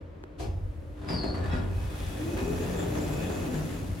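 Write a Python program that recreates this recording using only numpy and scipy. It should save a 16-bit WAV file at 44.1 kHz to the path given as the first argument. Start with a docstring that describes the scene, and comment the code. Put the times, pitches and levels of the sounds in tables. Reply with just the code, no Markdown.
"""A lift door rolls open, heard from inside the steel car: its motor whine, roller rumble and
sliding hiss rise and fall with its speed. Before that, the brake clunks shut, the car booms on
its ropes, and the door drive takes up with a falling squeal and rattles the lock free.
A fan hums throughout, and the steel walls add a short echo."""
import sys
import numpy as np
from scipy import signal
from scipy.fft import rfft, irfft
from scipy.io import wavfile
from scipy.ndimage import uniform_filter1d

SR = 44100
rng = np.random.default_rng(int(sys.argv[2]) if len(sys.argv) > 2 else 0)


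def unload_audio(sound):
    """Save the sound as a 16-bit wav file, at the path given as the first command line argument."""
    columns = np.transpose(np.atleast_2d(sound))
    # keep every value between -1 and 1, then stretch to whole-number steps
    steps = np.round(np.clip(columns, -1, 1) * 32767)
    wavfile.write(sys.argv[1], SR, steps.astype(np.int16))


N = 176400
T = np.arange(N) / SR
HZ = np.fft.rfftfreq(N, 1 / SR) + 1e-3

# The tone colour of hiss. Each row: frequency in Hz, relative level in dB.
HISS_SPECTRUM = [(400, -21), (1000, 10), (2000, 10.5), (3500, 5.5), (5000, 3), (7000, 1.5), (10500, 1.5),
                 (11800, 3.5), (13600, -12), (15500, -5)]
# The brake shoes touch, strike and settle. Each row: peak in seconds, level in dB, spread in seconds.
BRAKE_HITS = [(0.392, -39, 0.0051), (0.405, -32.5, 0.0078), (0.425, -37, 0.02)]
BRAKE_SHUT_S = BRAKE_HITS[1][0]


def amp(db):
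    """Turn decibels into a gain."""
    return 10 ** (np.asarray(db) / 20)


def unit(x):
    """Scale a signal to an average power of 1."""
    return x / np.sqrt(np.mean(x ** 2))


def curve(rows, axis=1):
    """Join one column of a table by straight lines in time."""
    rows = np.array(rows)
    return np.interp(T, rows[:, 0], rows[:, axis])


def across(rows):
    """Spread rows of frequency and value over all frequencies."""
    rows = np.array(rows)
    return np.interp(np.log(HZ), np.log(rows[:, 0]), rows[:, 1])


def colour(x, rows):
    """Shape white noise to a spectrum, keeping its power."""
    return irfft(rfft(x) * unit(amp(across(rows))), N)


def resonate(x, hz, width):
    """A resonance: frequencies near hz pass, the rest are weakened."""
    return irfft(rfft(x) / (1 + 1j * (HZ ** 2 - hz ** 2) / (HZ * width)), N)


def walk(rate_hz):
    """A smooth random wobble, about 1 in size."""
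    return unit(irfft(rfft(rng.standard_normal(N)) * np.exp(-(HZ / rate_hz) ** 2), N))


def diffuse():
    """White stereo noise, alike on both sides in the bass and mostly unrelated in the treble."""
    # How alike left and right are. Each row: frequency in Hz, likeness (1 is the same, 0 unrelated).
    likeness = [(60, 1), (110, 0.8), (200, 1.03), (380, 0.27), (700, 0.26), (1300, -0.08), (2400, 0.16),
                (4400, 0.46), (8000, -0.04), (15000, 0.13)]
    alike = np.clip(across(likeness), -.99, .99)
    mid, side = rfft(rng.standard_normal((2, N))) * np.sqrt([(1 + alike) / 2, (1 - alike) / 2])
    return irfft(np.array([mid + side, mid - side]), N)


def even(x, span_s=0.121):
    """Even out slow swells, holding the power near 1."""
    power = np.mean(np.atleast_2d(x) ** 2, axis=0)
    return x / np.sqrt(uniform_filter1d(power, int(span_s * SR)) + 1e-12)


def tone(hz):
    """A sine wave of power 1 on a moving pitch."""
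    return np.sqrt(2) * np.sin(2 * np.pi * np.cumsum(hz) / SR)


def fade(start, t60):
    """Start suddenly, then die away; the fade time t60 is the seconds taken to fall 60 dB."""
    return (T >= start) * np.exp(-np.log(1000) * np.maximum(T - start, 0) / t60)


def ring(start, hz, db, t60):
    """The fading note of a struck part."""
    return amp(db) * fade(start, t60) * np.sin(2 * np.pi * hz * (T - start))


def swell(centre, spread):
    """A bell-shaped rise and fall."""
    return np.exp(-.5 * ((T - centre) / spread) ** 2)


def strike(at, rise, t60):
    """Rise quickly to a peak, then die away."""
    return swell(at, rise) * (T < at) + fade(at, t60)


def grit(spread_db):
    """Stereo noise broken into tiny contacts of uneven size."""
    return unit(diffuse() * amp(spread_db * walk(610)))


def rubbed(hz, width):
    """A resonance kept ringing by rough contact."""
    return unit(resonate(resonate(diffuse(), hz, width), hz, width))


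def car_echo():
    """Dense reflections between the steel walls; the treble dies first."""
    noise = diffuse()
    low = irfft(rfft(noise) / (1 + (HZ / 1500) ** 2), N)
    tail = (low * fade(0.00265, t60=0.67) + (noise - low) * fade(0.00233, t60=0.28))[:, :SR]
    return tail / np.sqrt(np.sum(tail ** 2) / 2)


def in_car(x, echo, wet):
    """Add the echo, with strength wet, at about the same total power."""
    reflections = signal.fftconvolve(np.atleast_2d(x)[:1], echo, axes=1)[:, :N]
    return (x + wet * reflections) / np.hypot(1, wet)


def ventilation():
    """Fan noise and a wavering hum; once the brake has shut, the door drive adds a faint hiss."""
    # The rush of air. Each row: frequency in Hz, relative level in dB.
    fan_spectrum = [(50, 3), (130, -1.5), (190, -4), (225, -7), (320, -2), (420, -7.5), (540, -2.5),
                    (750, -17), (1100, -17.5), (2500, -28), (5000, -41.5), (12000, -53)]
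    # The hum swells and sinks. Each row: time in seconds, level in dB.
    hum_levels = [(0, -58.5), (.4, -55), (.75, -61), (.92, -53), (1.15, -40), (1.5, -51), (2.1, -56),
                  (2.75, -53), (2.98, -35.5), (3.25, -48), (4, -49.5)]
    hum = tone(299.5 * (1 + 0.0072 * walk(8.9))) * amp(curve(hum_levels) + 2 * walk(26))
    hiss = colour(diffuse(), HISS_SPECTRUM) * amp(-68) * (T > BRAKE_SHUT_S)
    return amp(-47) * colour(diffuse(), fan_spectrum) + hum + hiss


def tick(at_s=.2385):
    """One small dry tick close by."""
    # The tick's snap. Each row: frequency in Hz, relative level in dB.
    snap_spectrum = [(300, -1), (1200, 8), (3000, -4), (5000, -21), (9000, -34), (15000, -30)]
    snap = colour(diffuse(), snap_spectrum) * fade(at_s, t60=0.0076)
    return amp(-35) * snap + ring(at_s, hz=345, db=-32, t60=0.034)


def boom():
    """The car body rumbles around its lowest air resonance and takes a few thuds."""
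    # The rumble's tone colour. Each row: frequency in Hz, relative level in dB.
    rumble_spectrum = [(20, -24), (31, -14), (42, -7.5), (58, -2.5), (70, -6.5), (88, -4.5), (100, -4.5),
                       (125, -17.5), (200, -30.5), (400, -95)]
    # The rumble's swells. Each row: time in seconds, level in dB.
    rumble_levels = [(0, -44), (.38, -50), (.48, -34), (.64, -30), (.73, -39), (1.05, -41), (1.15, -36),
                     (1.33, -40), (1.41, -29), (1.55, -30.5), (1.66, -31), (1.82, -28.5), (1.93, -37),
                     (2.05, -32), (2.2, -40), (2.4, -34), (3.6, -38), (3.78, -39), (3.9, -32.5), (4, -38)]
    # Thuds that shake the car. Each row: start in seconds, level in dB.
    thud_hits = [(0.484, -18.5), (1.146, -22), (1.288, -18.5), (1.443, -19), (1.496, -17), (1.535, -13.5)]
    rumble = even(colour(diffuse(), rumble_spectrum))
    air_note = amp(-4) * tone(90.45 * (1 + 0.034 * walk(14.1)))
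    thuds = sum(ring(s, hz=73, db=db, t60=0.053) for s, db in thud_hits)
    return even(rumble + air_note) * amp(curve(rumble_levels)) + thuds


def brake(echo):
    """The brake closes with a short clatter and leaves steel parts ringing."""
    # The clatter. Each row: frequency in Hz, relative level in dB.
    clatter_spectrum = [(100, 8.5), (220, -11), (360, 6), (550, -3.5), (750, 0), (1050, -10), (1400, -15.5),
                        (2500, -14.5), (4500, -17.5), (7000, -22), (11000, -26.5), (15000, -42)]
    # The ringing parts. Each row: pitch in Hz, level in dB, fade time in seconds.
    steel_notes = [(318.5, -39.5, 0.59), (755, -39.5, 0.17), (1080, -53, .2), (5030, -58, 0.55),
                   (6100, -65, 0.55), (7000, -62, 0.35)]
    force = np.sqrt(sum((amp(db) * swell(s, spread)) ** 2 for s, db, spread in BRAKE_HITS))
    clatter = colour(grit(1.2), clatter_spectrum) * force
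    ringing = sum(ring(BRAKE_SHUT_S, *note) for note in steel_notes)
    return in_car(clatter, echo, wet=1.45) + ringing


def linkage(echo):
    """Lock and hangers scrape and knock, shaking the door panel; hard contacts are brighter."""
    # The contact noise. Each row: frequency in Hz, relative level in dB.
    contact_spectrum = [(80, -12), (170, 0.5), (215, -11), (280, -6.5), (400, -3), (520, -7), (700, -7.5),
                        (1000, -7.5), (1500, -11), (2200, -17.5), (3500, -20.5), (5500, -30), (8000, -30.5),
                        (12000, -37.5), (15500, -52)]
    # The scraping. Each row: time in seconds, level in dB.
    scrape_levels = [(.88, -72), (.98, -53), (1.05, -42.5), (1.12, -43.5), (1.31, -47.5), (1.55, -39.5),
                     (1.7, -47), (1.9, -46.5), (2.2, -54), (2.5, -57), (4, -54)]
    # The knocks. Each row: peak in seconds, level in dB, fade time in seconds, extra treble in dB.
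    knocks = [(1.088, -36.5, 0.13, 2), (1.104, -32, 0.15, -1.5), (1.133, -37, 0.21, 0.5),
              (1.235, -33, 0.34, -3.5), (1.344, -33, 0.11, 0), (1.382, -34, 0.16, -7), (1.44, -42, 0.53, 3),
              (1.523, -36.5, .2, -3), (1.553, -35, 0.14, -2), (1.59, -37, 0.1, -8),
              (2.372, -40.5, 0.1, 7.5), (2.389, -40.5, .11, 7.5), (2.635, -42, .1, 3), (2.79, -46, 0.3, 8),
              (2.954, -41, 0.073, 8), (2.974, -42.5, .09, 6.5), (3.3, -38.5, 0.17, 1),
              (3.543, -42, 0.095, 7.5)]
    # The panel's resonances. Each row: pitch in Hz, width in Hz, level over the knock in dB.
    panel_notes = [(173.5, 66, 4), (248.1, 15, 15.5), (309, 5.4, 4.5), (373.8, 14, 6.5), (503, 32, -1),
                   (604, 21, 4.5), (812, 54, -3), (1717, 38, 0.5)]
    split_hz, rise_s = 970, .002
    contact = even(colour(grit(4.4), contact_spectrum), span_s=0.0345)
    low = irfft(rfft(contact) / (1 + (HZ / split_hz) ** 4), N)
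    scrape_power = amp(curve(scrape_levels)) ** 2 / 2
    low_power = sum((amp(db) * strike(s, rise_s, t60)) ** 2 for s, db, t60, _ in knocks)
    high_power = sum((amp(db + extra) * strike(s, rise_s, t60)) ** 2 for s, db, t60, extra in knocks)
    rattle = low * np.sqrt(scrape_power + low_power) + (contact - low) * np.sqrt(scrape_power + high_power)
    panel = sum(amp(db) * resonate(rattle, hz, width) for hz, width, db in panel_notes)
    return in_car(rattle + panel, echo, wet=0.97)


def squeal(echo):
    """A dry pivot catches several times, each rasping note ringing on; the lock squeaks as it lets go."""
    # The pivot's squeals. Each row: peak in seconds, pitch in Hz, glide in Hz per second,
    # level in dB, rise in seconds, fade time in seconds.
    catches = [(1.102, 4900, -150, -41.5, 0.014, .55), (1.118, 4735, -300, -42, 0.007, 0.1),
               (1.145, 4675, -150, -36, .007, .28), (1.195, 4420, -400, -43, 0.016, .25),
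               (1.249, 4330, 300.5, -41, 0.027, 0.24), (1.3, 4437, 500, -43, .018, 0.3),
               (1.41, 4470, 0.5, -61, 0.023, 0.4), (1.435, 1720, 0.5, -48.5, 0.015, 0.33)]
    # The lock's resonances. Each row: pitch in Hz, width in Hz, level in dB.
    lock_notes = [(1433, 87, -43.5), (1700, 88, -49), (1920, 60, -52), (2500, 400, -50), (3350, 65, -51),
                  (3870, 220, -53.5), (4760, 40, -61), (5395, 62, -59)]
    pivot = 0
    for s, hz, glide, db, rise, t60 in catches:
        pitch = (hz + glide * np.clip(T - s, -.1, .2)) * (1 + .015 * walk(160))
        note = tone(pitch) + amp(-27) * tone(2 * pitch)
        rasp = amp(-5.5) * rubbed(hz, width=420)
        pivot = pivot + (note + rasp) * amp(db + 1.6 * walk(84)) * strike(s, rise, t60)
    squeak = sum(amp(db) * rubbed(hz, width) for hz, width, db in lock_notes)
    return in_car(pivot + squeak * strike(at=1.532, rise=0.022, t60=0.33), echo, wet=.6)


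def groans():
    """The rollers groan in short, low, gliding notes."""
    # The groans. Each row: peak in seconds, pitch in Hz, glide in Hz per second, level in dB,
    # spread in seconds.
    notes = [(2.48, 250, 60, -40, .09), (2.5, 171, 0.5, -37, 0.051), (2.93, 127, 100, -34, 0.041),
             (3.1, 149, 140.5, -33.5, 0.037), (3.25, 171, 60.5, -33.5, 0.033),
             (3.521, 257.2, 0, -34.5, 0.048), (3.61, 153, -29.5, -31, 0.035)]
    return sum(amp(db) * tone(hz + glide * (T - s)) * swell(s, spread) for s, hz, glide, db, spread in notes)


def track_ring():
    """The door's track rings at two pitches, each swelling on its own."""
    # The track's resonances. Each row: pitch in Hz, width in Hz, base level in dB.
    notes = [(2543, 75, -55), (3420, 360, -58.5)]
    # Their swells. Each row: time in seconds, dB added to the lower note, dB added to the upper.
    swells = [(1.7, -6, -16), (2.0, -9, 2), (2.25, -2.5, 1), (2.36, 3, -7), (2.48, 3.5, -6), (2.68, -6, 0),
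              (2.75, -1, 0), (2.81, 0, 7.5), (2.9, -7, -1), (3.1, -3, -4), (3.18, 4.5, -1), (3.25, 5.5, 6),
              (3.31, -2, 3), (3.39, 0.5, -4), (3.67, -16, -12), (3.77, -3, -3), (3.9, -22, -16)]
    return sum(amp(db + curve(swells, axis=k + 1)) * even(rubbed(hz, width), span_s=0.052)
               for k, (hz, width, db) in enumerate(notes))


def guide_shoes(speed):
    """The guide shoes scrape in patches, louder as the door goes faster."""
    # The scraping bands. Each row: pitch in Hz, width in Hz, level at top speed in dB.
    bands = [(1250, 290, -56.5), (1750, 180, -57), (2700, 650, -59.5), (4940, 180, -67.5),
             (5800, 120, -65.5), (6600, 450, -61.5), (7200, 700, -60)]
    return sum(amp(db + 4.2 * walk(8)) * rubbed(hz, width) for hz, width, db in bands) * speed ** 2


def door_drumming():
    """The door leaf, its sliding panel, drums more as it runs out."""
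    # The leaf's resonances. Each row: pitch in Hz, width in Hz, relative level in dB.
    notes = [(133.4, 18, 1), (165.6, 32, 0.57), (255, 71, 0.39)]
    # The drumming. Each row: time in seconds, level in dB.
    levels = [(2.3, -65), (2.5, -37.5), (2.8, -42), (3.15, -36), (3.4, -40.5), (3.54, -38), (3.7, -39),
              (4.0, -45)]
    return even(sum(amp(db) * rubbed(hz, width) for hz, width, db in notes)) * amp(curve(levels))


def motor_whine(speed, echo):
    """The drive whines roughly: speed sets its pitch and effort sets its loudness."""
    # The drive's tones. Each row: pitch at top speed in Hz, base level in dB.
    notes = [(459, -38), (400.5, -44.5), (302.2, -49.5), (178.1, -46), (910, -58.5)]
    # How hard the drive works. Each row: time in seconds, added level in dB.
    effort = [(1.7, -20), (2.1, -19.5), (2.21, -1), (2.32, -2.5), (2.41, 3), (2.5, -5.5), (2.75, 0),
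              (3.05, -5.5), (3.18, -9.5), (3.35, -2), (3.6, 0.5), (3.72, -20), (4.0, -12)]
    waver, roughness = .014, .45
    whine = sum(amp(db) * tone(hz * speed * (1 + waver * walk(35.2))) * (1 + roughness * walk(8.6))
                for hz, db in notes)
    return in_car(whine * amp(curve(effort)), echo, wet=.8)


def rollers(speed):
    """The rollers make a grainy rumble that grows with speed."""
    # The rumble. Each row: frequency in Hz, relative level in dB.
    spectrum = [(60, -8), (120, -10), (170, -3), (220, -4), (290, -3.5), (400, -5), (510, -5), (800, -12.5),
                (1150, -21.5), (1800, -25), (3000, -41), (5000, -57), (12000, -40)]
    return even(colour(grit(1.5), spectrum)) * amp(-34.5 + 0.47 * walk(1.7)) * speed ** 1.65


def sliding_hiss(speed):
    """Sliding makes a flickering hiss, heard even at low speed."""
    return colour(grit(1.55), HISS_SPECTRUM) * amp(-46.5 + .9 * walk(9.2)) * speed ** 0.44


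def door(echo):
    """The door speeds up and slows down; its sounds fade in as it starts to move."""
    # The door's travel. Each row: time in seconds, speed as a share of the top speed.
    travel = [(1.58, .05), (1.75, .12), (1.92, .38), (2.1, .52), (2.2, .66), (2.3, .76), (2.41, .835),
              (2.52, .92), (2.66, .975), (2.88, .985), (3.06, 1), (3.26, .97), (3.36, .9), (3.47, .805),
              (3.6, .755), (3.75, .65), (4.0, .32)]
    speed = np.maximum(uniform_filter1d(curve(travel), SR // 12), 1e-3)
    moving = np.clip((T - travel[0][0]) / 0.19, 0, 1)
    rolling = motor_whine(speed, echo) + rollers(speed) + track_ring()
    return moving * (rolling + guide_shoes(speed) + door_drumming() + sliding_hiss(speed))


def scene():
    """All the sounds in the car together, leaning a little to the left."""
    # The lean. Each row: frequency in Hz, level of left over right in dB.
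    lean = [(100, 0), (200, 3.5), (380, .5), (700, 2), (1300, -0.3), (4400, 3.5), (8000, 0.1)]
    echo = car_echo()
    mix = ventilation() + tick() + brake(echo) + boom()
    mix = mix + linkage(echo) + squeal(echo) + door(echo) + groans()
    return irfft(rfft(mix) * amp(np.array([[.5], [-.5]]) * across(lean)), N)


def record(dry):
    """Fade in quickly, then cut the deepest bass and the highest treble."""
    fade_in = np.minimum(T / .012, 1) ** 2
    bass_cut = signal.butter(6, 34, "high", fs=SR, output="sos")
    treble_cut = signal.ellip(10, .2, 80, 15800, fs=SR, output="sos")
    return signal.sosfilt(treble_cut, signal.sosfilt(bass_cut, dry * fade_in))


dry = scene()
out = record(dry)
unload_audio(out)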